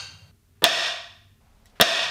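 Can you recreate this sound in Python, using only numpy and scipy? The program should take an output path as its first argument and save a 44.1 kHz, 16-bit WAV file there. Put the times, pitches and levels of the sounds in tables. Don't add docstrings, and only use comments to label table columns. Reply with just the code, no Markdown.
import sys
import numpy as np
from scipy import signal
from scipy.fft import rfft, irfft, next_fast_len
from scipy.io import wavfile

SR = 44100
rng = np.random.default_rng(int(sys.argv[2]) if len(sys.argv) > 2 else 0)


def natural_amplitude(level_db):
    exponent = np.asarray(level_db, float) / 20
    return 10 ** exponent


def pcm_store(signal):
    levels = np.round(np.clip(np.atleast_2d(signal), -1, 1) * 32767)
    wavfile.write(sys.argv[1], SR, levels.astype(np.int16).T)


N = 92698

# [t/s, snap level/dB]
BREAK_EVENTS = [
    (0.641, 20),
    (1.8117, 20),
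]
# [f/Hz, bandwidth/Hz, level/dB]
BOARD_MODES = [(684, 44, 7), (1235, 50, -7), (1900, 140, 1), (2560, 50, -3), (2820, 110, -5),
               (3600, 240, -2)]
# [f/Hz, level/dB]
CRACK_SPECTRUM = [(100, -35), (450, -27), (900, -2.5), (1500, -5.5), (3500, 1.5), (6000, -11.5),
                  (9000, -25.5), (16000, -33)]


def unit(x):
    return x / np.sqrt(np.mean(x ** 2) + 1e-30)


def along(points, hz):
    f, v = np.transpose(points)
    return np.interp(np.log(hz + 1), np.log(f + 1), v)


def filtered(x, response):
    m = next_fast_len(len(x) + SR // 2)
    spectrum = rfft(x, m) * response(np.fft.rfftfreq(m, 1 / SR))
    return irfft(spectrum, m)[:len(x)]


def peak(f, hz, width):
    return 1j * f * width / (hz * hz - f * f + 1j * f * width)


def add(track, s, sound):
    part = track[round(s * SR):][:len(sound)]
    part += sound[:len(part)]


def struck(modes, broad_db, colour):
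    t = np.arange(SR // 4) / SR
    ring = 0
    for hz, width, db in modes:
        ring = ring + natural_amplitude(db) * width * np.exp(-np.pi * width * t) * np.sin(2 * np.pi * hz * t)
    cepstrum = irfft(np.log(natural_amplitude(along(colour, np.fft.rfftfreq(len(t), 1 / SR)))), len(t))
    cepstrum[1:len(t) // 2] *= 2
    cepstrum[len(t) // 2:] = 0
    crack = irfft(np.exp(rfft(cepstrum)), len(t))
    blow = unit(ring) + natural_amplitude(broad_db) * unit(crack)
    return blow / np.abs(blow).max()


def hall(x):
    # [f/Hz, T60/s]
    decay_times = [(150, .4), (450, .42), (700, .6), (3000, .62), (7000, .54), (14000, .44)]
    level_db, rise_s, early_db, early_s = 15.5, 0.0061, 2.5, 0.023
    hz, t, z = signal.stft(rng.standard_normal(SR * 3 // 2), SR, nperseg=256)
    decay = natural_amplitude(-60 * t / along(decay_times, hz)[:, None])
    tail = signal.istft(z * decay, SR, nperseg=256)[1]
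    s = np.arange(len(tail)) / SR
    onset = (1 - np.exp(-s / rise_s)) * natural_amplitude(early_db * np.exp(-s / early_s))
    tail = tail / np.linalg.norm(tail) * onset
    return natural_amplitude(level_db) * signal.fftconvolve(x, tail)[:len(x)]


def frame(s):
    # [f/Hz, level/dB, T60/s]
    steel_modes = [(1051, -60, 2), (1700, -68, 2)]
    t = np.maximum(np.arange(N) / SR - s, 0)
    return sum(natural_amplitude(db - 60 * t / t60) * np.sin(2 * np.pi * hz * t) for hz, db, t60 in steel_modes)


def blue_board():
    # [f/Hz, bandwidth/Hz, level/dB]
    blue_modes = [(565, 34, -10), (1570, 73, -5), (2800, 75, -2), (3170, 70, -4), (3910, 100, -6),
                  (4500, 260, 1),
                  (6140, 240, -8), (8270, 130, -8), (10200, 120, -38)]
    # [f/Hz, level/dB]
    blue_spectrum = [(100, -5), (400, 5), (1000, 2.5), (4000, 0), (7000, 16), (10000, -36), (16000, -54)]
    ago_s, level_db, broad_db = 0.26, 0.5, -13.5
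    lead = round(ago_s * SR)
    x = np.zeros(N + lead)
    add(x, 0, natural_amplitude(level_db) * struck(blue_modes, broad_db, blue_spectrum))
    return hall(x)[lead:] + frame(-ago_s * 2)


def room_tone(shot):
    # [f/Hz, density/dB per Hz]
    air_spectra = [
        [(15, -46), (25, -15), (97, 3), (200, -2.5), (242, -23), (277, -14), (384, -32), (516, -13),
         (16000, -32.5)],
        [(15, -33), (25, -7.5), (97, -7), (200, -25), (242, -13.5), (277, -25), (384, -22.5), (516, -32),
         (16000, -40)],
        [(15, -38), (25, 8.5), (97, 1), (114, -12), (185, -3.5), (335, -19), (754, -14), (1740, -21.5),
         (16000, -35)],
    ]
    air_db = [-58.5, -61.5, -57.5]
    # [f/Hz, bandwidth/Hz, first-shot level/dB, later level/dB]
    hum_bands = [(95.9, 12, -51.5, -63), (143, 30, -59.5, -73.5), (221.4, 5, -88, -74.5),
                 (411, 6, -79, -80.5)]
    air = unit(filtered(rng.standard_normal(N), lambda f: natural_amplitude(along(air_spectra[shot], f))))
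    hum = np.zeros(N)
    for hz, width, first_db, later_db in hum_bands:
        band = unit(filtered(rng.standard_normal(N), lambda f: peak(f, hz, width) ** 2))
        hum += natural_amplitude(later_db if shot else first_db) * band
    return natural_amplitude(air_db[shot]) * air + hum


def steps_and_rustles():
    # [t/s, level/dB, f/Hz, T60/s]
    footfalls = [
        (0.0, -45, 60, .5),
        (0.085, -42, 110, .3),
        (0.82, -50, 150, .6),
        (1.96, -42, 110, .6),
    ]
    # [t/s, level/dB, f/Hz, T60/s]
    rustles_and_slaps = [
        (1.618, -59, 700, .1),
        (1.66, -56, 3500, .12),
        (1.694, -59, 3000, .08),
        (1.72, -60, 500, .4),
        (1.752, -57, 1800, .5),
        (0.55, -72, 1500, 1),
        (0.6205, -48, 6000, .06),
        (1.7995, -42, 6000, .06),
    ]
    x, t = np.zeros(N), np.arange(SR // 3) / SR
    for s, db, hz, t60 in rustles_and_slaps + footfalls:
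        soft = unit(filtered(rng.standard_normal(len(t)), lambda f: peak(f, hz, 1.5 * hz) ** 2))
        swell = 1 - np.exp(-t * hz / 8)
        fade = np.cos(np.pi / 2 * t / t[-1])
        add(x, s, natural_amplitude(db - 60 * t / t60) * swell * fade * soft)
    return x


def air_push():
    push_hz, t60_s = 200, 0.03
    t = np.arange(SR // 4) / SR
    return natural_amplitude(-60 * t / t60_s) * np.sin(2 * np.pi * push_hz * t)


def thuds(shot):
    # [t/s, level/dB, softness cut-off f/Hz, shot]
    contacts = [
        (0.6206, -22, 700, 1),
        (0.6229, -16, 620, 1),
        (0.6289, -21, 570, 1),
        (0.6358, -17.5, 570.4, 1),
        (1.8, 0, 1620, 2),
        (1.7987, -26.5, 1610, 2),
        (1.8047, -26, 1020, 2),
    ]
    t60_s, push_db = 0.022, -20.5
    x, t = np.zeros(N), np.arange(SR // 4) / SR
    for s, db, hz, which in contacts:
        if which == shot:
            blow = -struck(BOARD_MODES[:3], 2.1, CRACK_SPECTRUM)
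            thud = filtered(blow, lambda f: 1 / (1 + 1j * f / hz) ** 2) * natural_amplitude(-60 * t / t60_s)
            add(x, s, natural_amplitude(db) * (thud / np.abs(thud).max() - natural_amplitude(push_db) * air_push()))
    return x


def snap():
    end_hz, glide_hz, glide_s, t60_s = 3180, 1296, 0.00065, 0.0039
    splinter_t60_s, splinter_db = 0.0054, -11
    t = np.arange(SR // 4) / SR
    cycles = end_hz * t + glide_hz * glide_s * (1 - np.exp(-t / glide_s))
    onset = 1 - np.exp(-(t / 0.00012) ** 2)
    chirp = np.sin(2 * np.pi * cycles) * natural_amplitude(-60 * t / t60_s) * onset
    splinters = natural_amplitude(splinter_db - 60 * t / splinter_t60_s) * rng.standard_normal(len(t))
    return chirp + splinters


def knocks(break_s):
    # [t/s, level/dB, number of modes rung]
    collisions = [
        (0.647, 3, 3),
        (0.651, -2.5, 6),
        (0.663, 3.5, 1),
        (1.8152, 2.5, 3),
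        (1.8235, 15.5, 6),
        (1.819, -8, 1),
        (1.99, -21, 2),
    ]
    x = np.zeros(N)
    for s, db, count in collisions:
        if 0 < s - break_s < 0.5:
            add(x, s, natural_amplitude(db) * struck(BOARD_MODES[:count], -13, CRACK_SPECTRUM))
    return x


def yellow_board(shot):
    # [f/Hz, bandwidth/Hz, level/dB]
    upper_modes = [(4570, 100, -9.5), (5250, 220, -5.5), (6250, 120, -17), (8300, 140, -20)]
    # [ring level/dB, air push level/dB]
    after_break = [
        (8, -22.5),
        (8, -18),
    ]
    dry_ring_db, thud_to_hall_db, low_cut_hz = -5, -7.5, 120
    s, snap_db = BREAK_EVENTS[shot - 1]
    ring_db, push_db = after_break[shot - 1]
    direct = thuds(shot)
    ring = np.zeros(N)
    add(ring, s, natural_amplitude(ring_db) * struck(BOARD_MODES + upper_modes, -1, CRACK_SPECTRUM))
    wet = hall(ring + natural_amplitude(thud_to_hall_db) * direct)
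    direct += knocks(s)
    add(direct, s, natural_amplitude(snap_db) * snap() + natural_amplitude(push_db) * air_push())
    mix = direct + natural_amplitude(dry_ring_db) * ring + wet
    return filtered(mix, lambda f: (1j * f / (low_cut_hz + 1j * f)) ** 3) + frame(s)


def tick():
    start_s, level_db, tick_hz, t60_s = 1.6572, -51, 1930, 0.035
    hiss_db, hiss_t60_s = -48, 0.0061
    x, t = np.zeros(N), np.arange(SR // 3) / SR
    tone = sum(np.sin(2 * np.pi * k * tick_hz * t) * natural_amplitude(-1.6 * k - 240 * k * t) for k in range(1, 6))
    hiss = unit(filtered(rng.standard_normal(len(t)), lambda f: peak(f, 5300, 8000)))
    add(x, start_s, natural_amplitude(level_db - 60 * t / t60_s) * tone + natural_amplitude(hiss_db - 60 * t / hiss_t60_s) * hiss)
    return x


def scene():
    cuts = [0.313, 1.403]
    fade_s = 0.0017
    past = np.clip((np.arange(N) / SR - np.array(cuts)[:, None]) / fade_s, 0, 1)
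    shares = [1 - past[0], past[0] - past[1], past[1]]
    takes = [blue_board(), yellow_board(1), yellow_board(2)]
    mix = steps_and_rustles() + tick()
    for shot, take in enumerate(takes):
        mix = mix + shares[shot] * (take + room_tone(shot))
    return mix[None]


def roll_off(x):
    return signal.sosfilt(signal.butter(12, 16990, fs=SR, output="sos"), x)


def record(dry):
    mic_hz, top_hz, clip_top, clip_hard = 15750, 16800, 0.7, 8
    duck_db, duck_s, recover_s = 23, 0.012, 0.232
    since = np.maximum(np.arange(N) / SR - np.array(BREAK_EVENTS)[:, :1], 0)
    recovery = np.clip(1 - since / recover_s, 0, 1)
    gain_db = -(duck_db * (1 - np.exp(-since / duck_s)) * recovery).sum(axis=0)
    band_limit = signal.cheby2(12, 40, mic_hz + 250, fs=SR, output="sos")
    x = (signal.sosfilt(band_limit, dry) * natural_amplitude(gain_db))[0]
    x = x / (1 + np.abs(x / clip_top) ** clip_hard) ** (1 / clip_hard)
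    mix = filtered(x, lambda f: np.clip((top_hz - f) / 900, 0, 1) * 1j * f / (20 + 1j * f))
    return roll_off(mix[None])


dry = scene()
out = record(dry)
pcm_store(out)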